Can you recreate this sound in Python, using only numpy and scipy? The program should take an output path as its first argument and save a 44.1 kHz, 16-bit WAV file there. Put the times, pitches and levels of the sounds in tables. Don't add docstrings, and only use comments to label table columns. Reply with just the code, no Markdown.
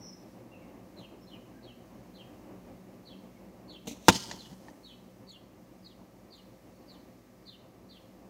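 import sys
import numpy as np
from scipy import signal
from scipy.fft import rfft, irfft, next_fast_len
from scipy.io import wavfile
from scipy.ndimage import map_coordinates

SR = 44100
rng = np.random.default_rng(int(sys.argv[2]) if len(sys.argv) > 2 else 0)


def nominal_scale(level):
    x = np.asarray(level, float) / 20
    return 10 ** x


def int16_out(signal):
    q = np.round(np.clip(np.atleast_2d(signal).T, -1, 1) * 32767)
    wavfile.write(sys.argv[1], SR, q.astype(np.int16))


N = 365677


def unit(x):
    return x / np.sqrt(np.mean(x ** 2) + 1e-20)


def along(points, hz):
    f, value = np.transpose(points)
    return np.interp(np.log(hz + 1), np.log(f + 1), value)


def wobble(rate, size=N):
    knots = rng.standard_normal(int(size / SR * 1000) + 4)
    return map_coordinates(knots, [np.arange(size) * rate / SR])


def noise(gain, size=N):
    m = next_fast_len(size + 8192)
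    spectrum = rfft(rng.standard_normal(m)) * gain(np.fft.rfftfreq(m, 1 / SR))
    return unit(irfft(spectrum, m)[:size])


def coloured(points, size=N):
    return noise(lambda hz: nominal_scale(along(points, hz)), size)


def resonant(peaks, size=N):
    def response(f):
        total = 0
        for k, (centre, width, db) in enumerate(peaks):
            damping = 1j * f * width
            total = total + (-1) ** k * nominal_scale(db) * damping / (centre ** 2 - f ** 2 + damping)
        return total
    return noise(response, size)


def burst(points, t60, attack):
    t = np.arange(SR // 2) / SR
    return nominal_scale(-60 * t / t60) * (1 - np.exp(-t / attack)) * coloured(points, size=len(t))


def ring(modes, scatter_db):
    t = np.arange(SR // 2) / SR
    total = np.zeros(len(t))
    for hz, db, t60 in modes:
        strength_db = db + scatter_db * rng.standard_normal()
        total += nominal_scale(strength_db - 60 * t / t60) * np.sin(2 * np.pi * hz * t)
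    return total


def add(track, s, x):
    part = track[round(s * SR):][:len(x)]
    part += x[:len(part)]


# (time [s], body level [dB], crack level [dB], bass lost [dB per octave])
BLOWS = [
    (4.0836, 5, -9.5, 10.5),
    (4.0854, -8, -15.5, -4.5),
    (4.0893, 0.5, -14, 6.5),
    (4.095, -14, -17.5, -2),
    (4.1012, -18.5, -22, -1),
]
# (frequency [Hz], level [dB], t60 [s])
FOAM = [(120, -18.5, 0.085), (206, -5.5, 0.075), (261.5, -6, 0.086), (334, -4.5, 0.038),
        (480.6, -6.5, 0.04), (698, -12.5, 0.027), (892, -1.5, 0.024), (1010.4, -3, 0.03), (1200, -3, 0.01),
        (1385, -3, 0.017), (1905, -17.5, 0.022), (2354, -13.5, 0.028), (3420, -15.5, .05), (3587, -15, .07)]
# (frequency [Hz], level [dB per Hz])
THUD = [(40, -39.5), (80, -11), (200, -8.5), (330, 1), (500, -3.5), (900, -3.5), (1400, -11.5), (2200, -31),
        (4000, -120)]
# (frequency [Hz], level [dB per Hz])
CRACK = [(880, -28.5), (1500, -3), (1990, -11), (2640, -2.5), (3010, -5), (3710, -1.5), (4190, -10.5),
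         (6530, -5.5), (8930, -16.5), (12300, -19), (15200, -24), (16700, -36.5)]


def thwack():
    sharp_hz = 960

    def starved(table, lost_db):
        rows = []
        for hz, db, *rest in table:
            octaves_below = max(np.log2(sharp_hz / hz), 0)
            rows.append((hz, db - lost_db * octaves_below, *rest))
        return rows

    out = np.zeros(N)
    for s, body_db, crack_db, lost_db in BLOWS:
        add(out, s, nominal_scale(body_db - 11.0) * ring(starved(FOAM, lost_db), scatter_db=1.9))
        add(out, s, nominal_scale(body_db - 16.5) * burst(starved(THUD, lost_db), 0.05, attack=0.00011))
        add(out, s, nominal_scale(crack_db) * burst(CRACK, 0.02485, attack=0.00018))
    return out


# (frequency [Hz], width [Hz], level [dB])
SHAFT = [(1950, 310, -9), (3050, 300, 2), (4200, 900, 0.5), (5000, 800, 3), (6416, 800, 0),
         (7740, 1400, -9), (11440, 4000, -19)]
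# (frequency [Hz], level [dB per Hz])
SHUDDER = [(35, -43), (60, -11), (188, 0.5), (461, -12), (526, -15.5), (817, -18), (906, -7.5),
           (1180, -28.5), (2000, -24), (2600, -54), (4400, -120)]
# (time of peak [s], rattle level [dB], shudder level [dB])
SWINGS = [(4.107, -34.5, -29), (4.14, -38, -28), (4.162, -33.5, -29), (4.21, -51, -42), (4.3, -49, -43),
          (4.348, -58, -39), (4.378, -55, -43), (4.533, -61, -42), (4.64, -67.5, -65), (4.699, -66, -55)]
NOCK = [4.12, 4.134, 4.147, 4.158, 4.195, 4.224, 4.24, 4.273]
# (frequency [Hz], level [dB per Hz])
SNAP = [(710, -45), (1200, -21), (1730, -28.5), (2040, -7.5), (2710, -3), (2980, -7), (4080, -1.5),
        (4860, -13), (6100, 0.5), (9010, -15), (15700, -18), (15900, -59.5)]


def quiver():
    loosed_s, lands_s, chatter_ends_s = 3.95, 4.083, 4.53
    pass_s = 0.0089
    build_db_per_s, drop_db_per_s = 120, 700
    out, size = np.zeros(N), SR * 3 // 2
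    t = loosed_s + np.arange(size) / SR
    since_blow = t - lands_s
    flight = nominal_scale(-45.5) * pass_s / (pass_s + np.abs(since_blow)) * (t < lands_s)

    def swing_db(s):
        return np.where(t < s, build_db_per_s * (t - s), drop_db_per_s * (s - t))

    steady_db = -36.5 - 62.5 * since_blow + np.minimum(drop_db_per_s * (chatter_ends_s - t), 0)
    rattle_db = np.max([steady_db] + [db + swing_db(s) for s, db, _ in SWINGS], axis=0)
    shudder_db = np.max([db + swing_db(s) for s, _, db in SWINGS], axis=0)
    roughness = nominal_scale(1.6 * wobble(90, size) + 2.2 * wobble(500, size))
    chatter = unit(roughness * resonant(SHAFT, size))
    trees = [(3000, -20), (6000, 0), (10000, -4.5), (15700, -8.5), (15900, -60)]
    wash = nominal_scale(-60 - 21.5 * since_blow) * coloured(trees, size)
    wag = nominal_scale(rattle_db + 0.5) * chatter + nominal_scale(shudder_db - 7.0) * coloured(SHUDDER, size) + wash
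    add(out, loosed_s, flight * coloured(SNAP, size) + (t > SWINGS[0][0]) * wag)
    nock_band = [(7800, -39.5), (8400, -5.5), (8700, 1), (9300, -39)]
    for s in NOCK:
        tick_db = -44.5 - 93.5 * (s - NOCK[0])
        add(out, s, nominal_scale(tick_db) * burst(nock_band, 0.091, attack=.0005))
    return out


# (frequency [Hz], t60 [s])
YARD = [(100, .25), (1000, 0.9), (4000, 0.57), (12000, 0.48)]


def yard(x, delay):
    hz, t, z = signal.stft(rng.standard_normal(SR * 3 // 5), SR, nperseg=256)
    decay = nominal_scale(-60 * t / along(YARD, hz)[:, None])
    tail = signal.istft(z * decay, SR, nperseg=256)[1]
    delayed = np.pad(x, (round(delay * SR), 0))
    return signal.fftconvolve(delayed, tail / np.linalg.norm(tail))


# (time [s], peak level [dB], knock level [dB], t60 [s])
SLAPS = [
    (1.8974, -67, -8, 0.025),
    (4.3126, -26, -11, 0.039),
    (4.4576, -47, -14, 0.033),
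    (4.5294, -61, -6, 0.03),
    (4.6837, -51.5, 13, 0.03),
    (7.4257, -60, -8, 0.032),
]
# (frequency [Hz], level [dB], t60 [s])
SLAP = [(260, -10.5, 0.054), (880, -5, .04), (1036, -22, .04), (1813, -5, .04)]
# (frequency [Hz], level [dB per Hz])
TICK = [(350, -35), (600, -7), (1190, -16), (1390, -23), (1850, -3), (2470, -20), (4580, -6), (5630, -13),
        (7400, -16), (8500, -35), (16000, -50.5)]


def slaps():
    out = np.zeros(N)
    for s, db, knock_db, t60 in SLAPS:
        add(out, s, nominal_scale(db + knock_db - 5.5) * ring(SLAP, scatter_db=3.5))
        add(out, s, nominal_scale(db - 6) * burst(TICK, t60, attack=0.000082))
    return out


# (time [s], snap level [dB], thrum level [dB], t60 [s])
STRING = [
    (3.856, -61, 5, 0.13),
    (3.871, -37, -7, 0.044),
    (3.877, -41, 6.5, 0.19),
    (3.912, -47, 1.5, 0.12),
    (3.966, -56.5, -0.5, 0.064),
]
# (frequency [Hz], level [dB], t60 [s])
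BOW = [(235, 2, 0.11), (283.8, -4.5, 0.1), (452, -5, .07), (612, -8, 0.074), (745, -9, 0.079),
       (840, -22.5, 0.071)]


def bow():
    out = np.zeros(N)
    for s, snap_db, thrum_db, t60 in STRING:
        add(out, s, nominal_scale(snap_db + thrum_db) * ring(BOW, scatter_db=5.5))
        add(out, s, nominal_scale(snap_db) * burst(SNAP, t60, attack=0.00083))
    add(out, STRING[1][0], nominal_scale(-50) * burst(SNAP, .33, attack=.01))
    return out


def arch(length, start_hz, top_hz, end_hz, crest):
    u = np.linspace(0, 1, round(length * SR))
    rise = (start_hz - top_hz) * (1 - u / crest) ** 2
    fall = (end_hz - top_hz) * np.sin(np.pi / 2 * (u - crest) / (1 - crest)) ** 2
    return top_hz + np.where(u < crest, rise, fall), np.sin(np.pi * u) ** .5


def among_walls(x, echo_db, scatter_db, wet_db):
    t = np.arange(round(.09 * SR)) / SR
    scatter = nominal_scale(scatter_db) * rng.standard_normal(len(t)) / np.sqrt(0.016 * SR)
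    walls = scatter * nominal_scale(-60 * t / 0.11) * (t > .004)
    walls[0] = 1
    for delay, rib_db in [(.0165, -1), (.0183, -19), (.0214, -5.5)]:
        walls[round(delay * SR)] = nominal_scale(echo_db + rib_db)
    heard = nominal_scale(wet_db) * yard(x, delay=.03)
    add(heard, 0, signal.fftconvolve(x, walls))
    return heard


# (time [s], level [dB], pitch factor [1], overtone level [dB], strong wall echo [dB])
SPARROW = [(0.964, -59, .92, -3, 5), (1.268, -58.5, 0.89, -27, -1), (1.625, -58, 0.92, -25, -5),
           (2.139, -59.5, 0.89, -23.5, 2), (3.052, -55.5, 0.95, -28, -4), (3.678, -55.5, 0.95, -8, 5.5),
           (4.377, -53.5, 0.97, -24, -12), (4.832, -54.5, 0.95, -11, 1.5), (5.268, -58.5, 0.96, 2, 9.5),
           (5.826, -65.5, 1.02, -5, 11.5), (6.304, -60, 1.01, -6, 3.5), (6.875, -62.5, 1.01, -7, 3),
           (7.454, -57.5, 0.99, -20, 6), (7.888, -58.5, 0.96, -20, 1.5)]
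# (delay [s], length [s], start pitch [Hz], top pitch [Hz], end pitch [Hz])
NOTES = [
    (0, .036, 4100, 4730, 3653),
    (0.041, .052, 3050, 3621, 2757),
]
# (frequency [Hz], level [dB])
THROAT = [(2500, -7), (2750, -6), (3050, -0.5), (3350, -6), (3650, -2.5), (4050, 3.5), (4400, -2.5),
          (4750, -3), (5100, -13.5)]


def sparrow():
    hiss_band = [(5000, -30), (6500, 3), (15700, -9), (15900, -60)]
    out = np.zeros(N)
    for s, level_db, pitch, overtone_db, echo_db in SPARROW:
        add(out, s + .02, nominal_scale(level_db + overtone_db - 15) * burst(hiss_band, .45, attack=.004))
        lead_db = 130 * (pitch - 0.95) / 2
        note_levels = (level_db + lead_db, level_db - lead_db)
        veils = (-6, 0)
        for (after, length, *path_hz), db, veil_db in zip(NOTES, note_levels, veils):
            hz, swell = arch(length, *path_hz, crest=.22)
            hz = pitch * hz
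            phase = 2 * np.pi * np.cumsum(hz + 105 * wobble(300, len(hz))) / SR
            voiced = swell * nominal_scale(along(THROAT, hz) + 0.63 * wobble(81, len(hz)))
            whistle = among_walls(voiced * np.sin(phase), echo_db, scatter_db=8.5, wet_db=-2.5 + echo_db / 3)
            add(out, s + after, nominal_scale(db - 0.5) * whistle)
            beak = np.exp(-((2 * hz - 7150) / 550) ** 2)
            overtone = swell * beak * np.sin(2 * phase)
            add(out, s + after, nominal_scale(level_db + overtone_db + veil_db) * overtone)
    return out


# (time [s], length [s], top pitch [Hz], end pitch [Hz], level [dB])
OTHERS = [(0, 0.1, 5760, 5720, -60), (0, .15, 5350, 5230, -62), (0.513, .06, 2770, 2590, -65.5),
          (0.612, 0.047, 2230, 2110, -72), (1.208, 0.045, 5460, 5000, -74), (3.352, 0.036, 2220, 2120, -73),
          (6.745, 0.0392, 4500, 4200, -82), (6.8, 0.038, 4520, 3910, -80.5),
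          (1.535, 0.076, 1620, 1530, -74)]


def far_birds():
    out = np.zeros(N)
    for s, length, top_hz, end_hz, db in OTHERS:
        hz, swell = arch(length, top_hz, top_hz, end_hz, crest=.3)
        hoarse_hz = hz + 75.4 * wobble(263, len(hz))
        tone = swell * np.sin(2 * np.pi * np.cumsum(hoarse_hz) / SR)
        add(out, s, nominal_scale(db + 5.0) * among_walls(tone, echo_db=-13, scatter_db=4.5, wet_db=-3.0))
    return out


# (time [s], level [dB])
TOWN = [(0, -54), (.6, -53), (1.64, -54), (2.05, -53), (3.0, -53.5), (3.7, -54), (4.8, -56), (5.9, -58),
        (6.8, -56), (7.4, -57), (7.9, -57.5), (8.29, -56.5)]
# (frequency [Hz], level [dB per Hz])
RUMBLE = [(15, -56), (25, -26), (43, -7), (85, -11.5), (112, -2.5), (146, -16.5), (185, -1), (260, -6.5),
          (294, -0.5), (389, -8.5), (466, -11.5), (515, -6.5), (1150, -19), (1370, -28.5), (3000, -31),
          (3900, -68.5), (6600, -120)]
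# (frequency [Hz], level [dB per Hz])
HISS = [(900, -31), (1500, -2), (2120, -0.5), (2900, -8.5), (3500, -7.5), (4000, -7), (5500, -6),
        (6100, -7), (6400, -6), (6800, -8.5), (9300, -13), (13000, -10), (15700, -10), (15850, -59.5)]
# (frequency [Hz], width [Hz], level [dB])
DRONE = [(122.4, 5.9, -62.5), (185.8, 7.5, -57.5), (241.3, 15, -58.5), (317, 20, -67), (374, 18, -63.5),
         (519.5, 7.8, -66.5)]
# (frequency [Hz], rms level [dB])
WHINE = [(53.8, -65.5), (118.2, -69), (188.4, -65.5), (527.6, -73.5), (1061, -84), (1120, -83.5),
         (1179, -75.5), (1297, -77)]


def town():
    t = np.arange(N) / SR
    rumble_db = np.interp(t, *np.transpose(TOWN))
    rumble = nominal_scale(0.9 * wobble(2.577) + 1.8 * wobble(16)) * coloured(RUMBLE)
    drone = sum(nominal_scale(db + 50.5) * resonant([(hz, width, 0)]) for hz, width, db in DRONE)
    whine = sum(nominal_scale(db - 1.3) * np.sin(2 * np.pi * hz * t + 0.42 * wobble(3.5)) for hz, db in WHINE)
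    hiss_db = -69.5 + .3 * (rumble_db - rumble_db.mean()) + .6 * wobble(6)
    hiss = nominal_scale(hiss_db) * coloured(HISS)
    return nominal_scale(rumble_db) * (nominal_scale(-1.0) * rumble + drone) + whine + hiss


def scene():
    small_block = signal.butter(3, 95, "high", fs=SR, output="sos")
    hit = signal.sosfilt(small_block, thwack())
    answer = nominal_scale(-29) * yard(hit, delay=0.013)[:N]
    target = hit + answer + quiver() + slaps()
    return (target + bow() + sparrow() + far_birds() + town())[None]


def band_limit(x):
    return signal.sosfilt(signal.butter(12, 16820, fs=SR, output="sos"), x)


def record(dry):
    bass_cut = signal.butter(6, 46, "high", fs=SR, output="sos")
    x = signal.sosfilt(bass_cut, dry)
    x = x / (1 + np.abs(x / .99) ** 8) ** (1 / 8)
    return band_limit(x)


dry = scene()
out = record(dry)
int16_out(out)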